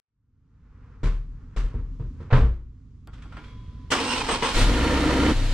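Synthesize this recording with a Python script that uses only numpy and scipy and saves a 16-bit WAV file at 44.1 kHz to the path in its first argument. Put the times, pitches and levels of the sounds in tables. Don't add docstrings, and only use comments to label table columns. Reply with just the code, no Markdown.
import sys
import numpy as np
from scipy import signal
from scipy.fft import rfft, irfft, next_fast_len
from scipy.io import wavfile
from scipy.ndimage import uniform_filter1d

SR = 44100
rng = np.random.default_rng(int(sys.argv[2]) if len(sys.argv) > 2 else 0)


def output_pcm(signal):
    pcm = np.clip(np.atleast_2d(signal).T, -1, 1) * 32767
    wavfile.write(sys.argv[1], SR, np.round(pcm).astype(np.int16))


N = 243873
T = np.arange(N) / SR

POWER_S, STARTER_S, RELEASE_S, CATCH_S = 3.13, 3.902, 4.5, 4.555
GARAGE_T60_S = .38


def amp(db):
    return 10 ** (np.asarray(db) / 20)


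def curves(table):
    times, *columns = np.transpose(table)
    return [np.interp(T, times, column) for column in columns]


def unit(x):
    return x / np.sqrt(np.mean(x ** 2))


def noise(size=N):
    return rng.standard_normal((2, size))


def colour(x, points, tilt_db=0, peaks=()):
    size = x.shape[-1]
    padded = next_fast_len(size + SR // 10)
    f = np.maximum(np.fft.rfftfreq(padded, 1 / SR), 1)
    hz, db = np.transpose(points)
    gain_db = np.interp(np.log(f), np.log(hz), db)
    gain_db = gain_db + tilt_db * np.log2(np.maximum(f, hz[0]) / hz[0])
    for centre, width, lift_db in peaks:
        gain_db = gain_db + lift_db / (1 + (2 * (f - centre) / width) ** 2)
    return irfft(rfft(x, padded) * amp(gain_db), padded)[..., :size]


def fade(t60_s):
    return np.exp(-np.log(1000) * T[:SR] / t60_s)


def swell(on_s, off_s, rise_s, fall_s):
    before = np.maximum(on_s - T, 0) / rise_s
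    after = np.maximum(T - off_s, 0) / fall_s
    return np.exp(-np.log(1000) * (before + after))


def walk(rate_hz, size=N):
    step = max(int(SR / rate_hz), 1)
    steps = np.repeat(rng.standard_normal(size // step + 1), step)
    return unit(uniform_filter1d(steps, step)[:size])


def tone(hz, waver, rate_hz, depth=0.29):
    channels = []
    for _ in range(2):
        strength = 1 + depth * walk(rate_hz)
        cycles = np.cumsum(hz * (1 + waver * walk(rate_hz))) / SR
        channels.append(unit(strength * np.sin(2 * np.pi * cycles)))
    return np.array(channels)


def pulses(turns, scatter_db):
    clicks = np.diff(np.floor(turns), prepend=np.floor(turns[0]))
    return clicks * amp(scatter_db * rng.standard_normal(N))


def ring(modes):
    total = 0
    for hz, db, t60_s in modes:
        detuned_hz = hz * (1 + 0.0029 * noise(1))
        total = total + amp(db) * fade(t60_s) * np.sin(2 * np.pi * detuned_hz * T[:SR])
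    return total


def knock(points, tilt_db, hold_s, t60_s, attack_s=0.0024, rattle_db=2):
    envelope = np.minimum(fade(t60_s) * amp(60 * hold_s / t60_s), 1)
    attack = 1 - np.exp(-T[:SR] / attack_s)
    rattle = amp(rattle_db * np.tanh(walk(300, size=SR)))
    return unit(colour(noise(SR) * rattle, points, tilt_db)) * envelope * attack


def garage(x, direct_db):
    path = noise(SR) * (fade(GARAGE_T60_S) + amp(direct_db) * fade(0.0059))
    return signal.fftconvolve(np.atleast_2d(x), path, axes=1)[:, :N]


def resonance(hz, peaks):
    power = sum(amp(db) ** 2 / (1 + (2 * (hz - centre) / width) ** 2) ** 2 for centre, width, db in peaks)
    return np.sqrt(power)


def add(out, s, sound):
    start = int(s * SR)
    out[:, start:start + sound.shape[1]] += sound[:, :N - start]


# (frequency [Hz], level [dB])
RUMBLE_COLOUR = [(15, -17.5), (25, -8.5), (59, -9), (77, -5), (115, -8), (145, -11.5), (196, -21.5),
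                 (250, -16), (295, -24), (344, -35), (373, -34), (427, -36.5), (637, -54.5), (1150, -45),
                 (1580, -54.5), (6720, -62), (15000, -93)]


def background(hum_hz=51.7, hum_db=-6, rumble_db=-2, level_db=-44, powered_db=5.5):
    powered = swell(POWER_S, T[-1], rise_s=0.31, fall_s=1)
    fade_in = np.clip(T - 0.059, 0, 1) ** 1.58
    level = amp(level_db + powered_db * powered + walk(4.63)) * fade_in
    rumble = amp(rumble_db) * unit(colour(noise(), RUMBLE_COLOUR))
    return level * (rumble + amp(hum_db) * tone(hum_hz, waver=0.0083, rate_hz=5.5))


# (time at its height [s], level [dB], rise [s], fall [s])
RUSTLE = [(.9, -62, 1.1, 0.82), (1.4, -70.5, 0.78, .7), (1.74, -58.5, 0.98, 0.67),
          (2.251, -60.5, 0.28, 1.43)]
# (frequency [Hz], level [dB])
RUSTLE_COLOUR = [(260, -28.5), (450, 0.5), (497, -4.5), (631, -17), (1020, -5.5), (1370, -6.5), (2100, -16),
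                 (3790, -31), (5450, -33.5), (9000, -52), (11700, -79), (19800, -120)]


def driver(hold_s=0.044, uneven_db=1, sway_db=-40.5):
    moves = sum(amp(db) * swell(s - hold_s, s + hold_s, rise_s, fall_s) for s, db, rise_s, fall_s in RUSTLE)
    rustle = unit(colour(noise(), RUSTLE_COLOUR)) * moves * amp(uneven_db * walk(27))
    sway = swell(1.94, 2.2, rise_s=1.7, fall_s=1.2) * unit(colour(noise(), RUMBLE_COLOUR))
    return rustle + amp(sway_db) * sway


# (time [s], knock level [dB], tilt [dB/octave], boom level [dB], cabin boom frequency [Hz], boom t60 [s])
BLOWS = [(1.032, -27, 1.5, -13, 37, 0.76), (1.563, -34, 2.5, -17.5, 40.7, 0.42),
         (1.639, -40, 0, -13, 38, 0.17), (1.742, -32, -2, -21.5, 39, 1),
         (1.998, -35.5, -2, -30, 41.6, 0.86), (2.204, -38.5, -0.5, -49, 42, 0.44),
         (2.325, -18, -.5, -6.5, 28.2, 0.56), (2.356, -21.5, 0, -28, 53.9, 0.42),
         (2.409, -25, -2, -11, 56.4, 0.52)]
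# (frequency [Hz], level [dB])
DOOR_COLOUR = [(35, -40), (60, -1.5), (106, -7), (140, -4.5), (183, -18), (258, -14.5), (303, -27),
               (427, -22), (755, -37.5), (1090, -30.5), (3250, -45), (8280, -62), (14000, -92.5)]
# (frequency [Hz], level [dB], t60 [s])
DOOR_MODES = [(108.4, -4, 0.32), (106.8, -7, 0.22), (126.4, -7, 0.62), (181, -18.5, 0.27),
              (226.3, -10.5, 0.21), (349.2, -14.5, 0.44), (416, -12.5, 0.19), (458, -9.5, 0.26),
              (934, -17.5, 0.15)]
# (time [s], level [dB])
LATCH = [(1.034, -62), (1.563, -65), (2.303, -33), (2.311, -38.5), (2.327, -23)]
# (frequency [Hz], level [dB])
LATCH_COLOUR = [(150, -24.5), (450, 2.5), (800, -1.5), (1000, 1), (1600, -3), (2600, -11.5), (4000, -17.5),
                (7000, -38), (13000, -58)]


def door(hold_s=0.026, t60_s=.37, contact_s=0.00035, flutter_db=2):
    out = np.zeros((2, N))
    hardest_db = max(row[1] for row in BLOWS)
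    for s, db, tilt_db, boom_db, boom_hz, boom_t60_s in BLOWS:
        attack_s = contact_s * amp((hardest_db - db) / 2)
        body = knock(DOOR_COLOUR, tilt_db, hold_s, t60_s, attack_s)
        pressure = fade(boom_t60_s) * (1 - np.exp(-T[:SR] / 0.0086))
        flutter = amp(boom_db + flutter_db * walk(25.1, size=SR))
        boom = flutter * pressure * np.sin(2 * np.pi * boom_hz * T[:SR])
        add(out, s, amp(db) * (body + ring(DOOR_MODES)) + boom)
    for s, db in LATCH:
        add(out, s, amp(db) * knock(LATCH_COLOUR, tilt_db=-2.0, hold_s=0.011, t60_s=0.32))
    return out


# (time [s], level
# [dB], tilt [dB/octave])
RELAYS = [(3.074, -47, -8), (3.132, -54.5, 2), (3.179, -56.5, -2), (3.219, -53.5, 1.5), (3.247, -45.5, -13),
          (3.322, -46, -4), (3.367, -40, -4.5), (3.437, -52.5, 0.5), (3.48, -61, 0.5)]
# (frequency [Hz], level [dB])
RELAY_COLOUR = [(290, -11.5), (500, -19), (703, -12), (784, -10.5), (1410, -3.5), (1730, -10), (3420, -13),
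                (4080, -23), (7850, -31), (13000, -61)]
# (frequency [Hz], level [dB], t60 [s])
RELAY_MODES = [(1098, -6, 0.29), (1312, -5, 0.22), (1405, -3, 0.27), (2240, -26, .22), (3250, -16.5, 0.26),
               (4580, -16, 0.15), (7900, -25, .2), (9100, -30, 0.15)]
# (frequency [Hz], level [dB])
WHIRR_COLOUR = [(260, -30), (450, -5), (758, -23), (945, -19.5), (985, -8.5), (1180, -12), (2280, -21),
                (2720, -20.5), (3390, -19), (12000, -48), (15600, -86), (22000, -120)]


def relays(snap_db=-2, ring_db=-7):
    out = np.zeros((2, N))
    for s, db, tilt_db in RELAYS:
        snap = amp(snap_db) * knock(RELAY_COLOUR, tilt_db + 1.5, hold_s=0.004, t60_s=0.044)
        body = knock(RELAY_COLOUR, tilt_db, hold_s=0.0064, t60_s=.2)
        add(out, s, amp(db) * (snap + body + amp(ring_db) * ring(RELAY_MODES)))
    return out


def ignition(pump_hz=1001, throttle_hz=3305, gears_hz=2250, whirr_db=-64, pump_db=-63, throttle_db=-66,
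             gears_db=-62, strain_db=7, tick_db=-30):
    throttle_s, throttle_end_s, pump_s = 3.355, 3.49, 3.44
    powered = swell(POWER_S, STARTER_S, rise_s=.07, fall_s=0.19)
    throttle = swell(throttle_s, throttle_end_s, rise_s=0.33, fall_s=0.56)
    whirr = unit(colour(noise(), WHIRR_COLOUR, peaks=[(2200, 140, 2.4), (5230, 1500, 3.2)]))
    out = powered * amp(whirr_db + strain_db * throttle) * whirr
    pumping = swell(pump_s, STARTER_S, rise_s=.5, fall_s=.15)
    out += amp(pump_db) * pumping * tone(pump_hz, waver=0.00207, rate_hz=29, depth=0.14)
    settling = swell(throttle_end_s, throttle_end_s + .03, rise_s=.6, fall_s=1.1)
    out += amp(throttle_db) * settling * tone(throttle_hz, waver=0.006, rate_hz=410, depth=0.17)
    out += amp(gears_db) * throttle * tone(gears_hz, waver=.07, rate_hz=500)
    tick = colour(noise(SR) * fade(.004), [(800, 0), (3000, -8), (15000, -20)])
    add(out, 3.074, amp(tick_db) * tick)
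    return out + relays()


# (time [s], half length [s])
COMPRESSIONS = [(4.254, .06), (4.396, .035), (4.551, .035)]


def compression(t):
    return sum(np.exp(-((t - s) / half_s) ** 2) for s, half_s in COMPRESSIONS)


# (frequency [Hz], level [dB])
STARTER_COLOUR = [(59, -54), (100, -20), (156, -16.5), (248, 4), (340, -0.5), (477, -15.5), (614, -9.5),
                  (977, -4.5), (1620, -13), (3050, -10.5), (5510, -19), (7410, -27.5), (8410, -24),
                  (8950, -29), (15500, -60.5)]
# (frequency [Hz], width [Hz], level [dB])
GEAR_CASE = [(2510, 150, -1.5), (2778, 45, 0)]
FREE_WHINE_HZ, SPIN_UP_S = 2797, .041
SAG, STRAIN_LEAD_S, STRAIN_DB, SLOWED_DB = .17, 0.062, 3, -5.5


def starter(teeth_share=.18, grind_db=-31.5, grit_db=2, whine_db=-38.5, tooth_db=-44, octave_db=-7,
            rock_hz=26, rock_db=-37):
    load = compression(T)
    spin_up = 1 - np.exp(-np.maximum(T - STARTER_S, 0) / SPIN_UP_S)
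    whine_hz = FREE_WHINE_HZ * spin_up * (1 - SAG * load)
    meshing = np.clip((T - STARTER_S) / .015, 0, 1)
    cranking = meshing * swell(STARTER_S, RELEASE_S, rise_s=.02, fall_s=1.0)

    chatter = 1 + .07 * walk(150)
    tooth_turns = np.cumsum(whine_hz * teeth_share * chatter) / SR
    teeth = unit(garage(pulses(tooth_turns, scatter_db=4), direct_db=5))
    case_peaks = [(259, 51, 1.2), (484, 36, 5.2), (1104, 63, 4.2), (3130, 270, 1.1)]
    grind = unit(colour(teeth + noise(), STARTER_COLOUR, peaks=case_peaks))
    effort_db = STRAIN_DB * compression(T + STRAIN_LEAD_S) + SLOWED_DB * load
    out = amp(grind_db + effort_db + grit_db * np.tanh(walk(260))) * grind

    whine, octave, tooth = (tone(k * whine_hz, waver=.014 / np.sqrt(k), rate_hz=300) for k in (1, 2, teeth_share))
    sing = resonance(whine_hz, GEAR_CASE)
    first_s, first_half_s = COMPRESSIONS[0]
    free_run = swell(STARTER_S, first_s - first_half_s, rise_s=.02, fall_s=.4)
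    singing = amp(whine_db) * sing * (whine + amp(octave_db) * sing ** 2 * octave)
    out += free_run * (singing + amp(tooth_db) * tooth)

    rocking = swell(first_s - STRAIN_LEAD_S, RELEASE_S, rise_s=0.19, fall_s=.3)
    return cranking * out + amp(rock_db) * rocking * tone(rock_hz, waver=0.086, rate_hz=20)


# (time [s], level [dB], tilt [dB/octave], housing ring level [dB])
CLANKS = [(3.904, -32, 4, -41), (3.914, -20, 1.15, -50), (3.985, -36, -3, -34), (4.287, -22.5, -0.7, -31.5),
          (4.314, -30.5, -7, -38), (4.424, -23, -0.5, -29.5)]
# (frequency [Hz], level [dB])
CLANK_COLOUR = [(59, -38), (100, -11.5), (452, -4), (646, -7), (942, -1), (1320, -3.5), (1530, -5.5),
                (2270, -11), (3180, -8.5), (3920, -18), (5480, -18), (7200, -24), (8340, -24), (8880, -31),
                (15000, -54)]
# (frequency [Hz], level [dB], t60 [s])
HOUSING = [(245, -4, .5), (461.6, 6.5, 0.22), (900, -19, 0.17), (955, 6, 0.18), (1310, -7, 0.16),
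           (1550, -20, 0.11), (2030, 5, 0.062), (2450, -7, 0.51), (2900, -2, 0.12)]
# (time [s], length [s], level [dB])
PINION = [(3.974, .22, -51), (4.09, .02, -50), (4.303, 0.031, -39.5), (4.44, 0.044, -42.5),
          (4.595, 0.011, -41)]


def pinion(ring_hz=8215, overtone_hz=13290, overtone_db=-34, scrape_s=3.918, scrape_hz=1450, scrape_db=-27,
           scrape_octaves_per_s=7):
    ringing = sum(amp(db) * swell(s, s + length_s, rise_s=0.079, fall_s=0.15) for s, length_s, db in PINION)
    overtone = amp(overtone_db) * tone(overtone_hz, waver=.003, rate_hz=160)
    out = ringing * (tone(ring_hz, waver=0.00205, rate_hz=130, depth=0.49) + overtone)
    falling_hz = scrape_hz * 2 ** (-scrape_octaves_per_s * np.maximum(T - scrape_s, 0))
    scraping = swell(scrape_s, scrape_s + 0.035, rise_s=0.013, fall_s=.12)
    out += amp(scrape_db) * scraping * tone(falling_hz, waver=0.067, rate_hz=430)
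    for s, db, tilt_db, ring_db in CLANKS:
        strike = amp(db) * knock(CLANK_COLOUR, tilt_db, hold_s=0.0062, t60_s=0.31)
        add(out, s, strike + amp(ring_db) * ring(HOUSING))
    return out


# (multiple of the firing rate, level [dB])
EXHAUST_ORDERS = [(.5, 3.5), (1, -0.5), (1.5, -13), (2, -49), (3, -12), (4, -12.5), (5, -26)]


def exhaust(turns, firing_hz, uneven_db, muffler_hz=118):
    out = np.zeros(N)
    for k, db in EXHAUST_ORDERS:
        muffled = 1 / np.hypot(1, (k * firing_hz / muffler_hz) ** 3)
        level = np.sqrt(2) * amp(db + uneven_db * (k % 1 > 0))
        out += level * muffled * np.sin(2 * np.pi * (k * turns + rng.random()))
    return out


# (frequency [Hz], width [Hz], level [dB])
INTAKE = [(145, 19, -28), (226.7, 25, -9), (267.3, 12, 1), (303, 14.7, 0.5), (365, 19, -13),
          (393, 29, -18.5), (502, 41, -21), (510, 16, -22)]


def intake(turns, firing_hz, uneven_db=-3, count=40):
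    out, running = np.zeros(N), turns > 0
    for k in np.arange(4, count) / 4:
        strength = amp(uneven_db * (k % 1 > 0)) * resonance(k * firing_hz[running], INTAKE)
        out[running] += strength * np.sqrt(2) * np.sin(2 * np.pi * (k * turns[running] + rng.random()))
    return out


def voice(law, octaves, effort):
    idle_db, speed_db, effort_db = law
    return amp(idle_db + speed_db * octaves + effort_db * effort)


# (time [s], firing rate [1/s])
SPEED = [(4.5, 20.6), (4.648, 35.7), (4.692, 42), (4.754, 53), (4.85, 60.8), (4.948, 63.3), (5.03, 59.9),
         (5.31, 65), (5.34, 31)]
# (frequency [Hz], level [dB])
BLOCK_COLOUR = [(41, -25), (70, 0.5), (88, -1.5), (168, -12), (296, -1), (378, -15), (492, -11),
                (786, -18.5), (943, -18.5), (1110, -19), (1330, -15.5), (1700, -21.5), (1840, -17.5),
                (4420, -34), (9000, -43.5), (11700, -53), (19800, -120)]
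# (frequency [Hz], width [Hz], level [dB])
BLOCK_PEAKS = [(280, 45, -2), (486, 62, 4.5), (944, 94, 9.5), (1387, 12.5, 10.5), (1785, 27, 8.5),
               (3050, 130, 9.5), (4350, 63, 13), (5600, 63, 10)]
# (level at fast idle [dB], slope [dB/octave], rise at full effort [dB])
EXHAUST_LAW = (-27.5, -7.5, 5.8)
INTAKE_LAW = (-25, 18, 10.5)
CLATTER_LAW = (-24.5, 14.2, 13.6)
HISS_LAW = (-36, 2.84, 11.65)
FAST_IDLE_HZ = 60
FLARE_END_S, PULL_END_S = 4.62, 4.715
DRONE_BUILD_DB, DRONE_BUILD_S = -14.5, 0.55


def engine(rush_db=-5, uneven_db=-9, uneven_db_per_octave=8, throb=.13):
    firing_hz, = curves(SPEED)
    octaves = np.log2(firing_hz / FAST_IDLE_HZ)
    running = T > SPEED[0][0]
    flare = swell(CATCH_S, FLARE_END_S, rise_s=1.0, fall_s=0.47)
    pull = swell(FLARE_END_S, PULL_END_S, rise_s=0.051, fall_s=0.39)
    turns = np.cumsum(firing_hz * running) / SR

    cylinders = (garage(pulses((turns + k) / 4, scatter_db=1.5), direct_db=2) for k in range(4))
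    knocks = sum(cylinders) / np.sqrt(firing_hz)
    gate = 1 + throb * np.cos(np.pi * turns)
    clatter = gate * (knocks / np.std(knocks[:, running]) + amp(rush_db) * noise())
    block = colour(clatter, BLOCK_COLOUR, peaks=BLOCK_PEAKS)
    out = voice(CLATTER_LAW, octaves, flare) * block / np.std(block[:, running])

    hiss_colour = [(1500, 4.0), (4000, 5), (5500, -3.5), (8000, -7.5), (10000, -13), (13000, -23), (15000, -38)]
    out += voice(HISS_LAW, octaves, flare) * unit(colour(noise(), hiss_colour))

    fired = swell(CATCH_S, T[-1], rise_s=.04, fall_s=1)
    boom = exhaust(turns, firing_hz, uneven_db + uneven_db_per_octave * octaves)
    out += fired * voice(EXHAUST_LAW, octaves, pull) * boom
    build = amp(np.interp(T, [CATCH_S, CATCH_S + DRONE_BUILD_S], [DRONE_BUILD_DB, 0]))
    out += build * voice(INTAKE_LAW, octaves, pull) * intake(turns, firing_hz)
    return out * np.interp(T, [SPEED[0][0], CATCH_S], [0, 1])


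# (frequency [Hz], side minus mid [dB])
WIDTH = [(60, -18.5), (110, -36), (200, -16), (380, -18.5), (700, -11.5), (1290, -9.5), (2380, -6.5),
         (4400, -3), (8120, -0.5), (15000, 1.5)]
# (frequency [Hz], left minus right [dB])
LEAN = [(60, -0.5), (110, -1), (200, -1), (380, -2), (700, -1), (1290, -1), (2380, 0.5), (4400, -0.5),
        (8120, -4), (15000, 2)]
PORT_LAG_S = .00003
DIFFUSE_HZ = 4000


def scene():
    mid, side = background() + driver() + door() + ignition() + starter() + pinion() + engine()
    side = colour(side, WIDTH)
    f = np.fft.rfftfreq(N, 1 / SR)
    lag_s = PORT_LAG_S / (1 + (f / DIFFUSE_HZ) ** 2)
    late = irfft(rfft(mid) * np.exp(-2j * np.pi * f * lag_s), N)
    left = colour(late + side, [(hz, db / 2) for hz, db in LEAN])
    right = colour(mid - side, [(hz, -db / 2) for hz, db in LEAN])
    return np.array([left, right])


def record(dry):
    return signal.sosfilt(signal.ellip(8, .2, 70, 15200, fs=SR, output="sos"), dry)


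dry = scene()
out = record(dry)
output_pcm(out)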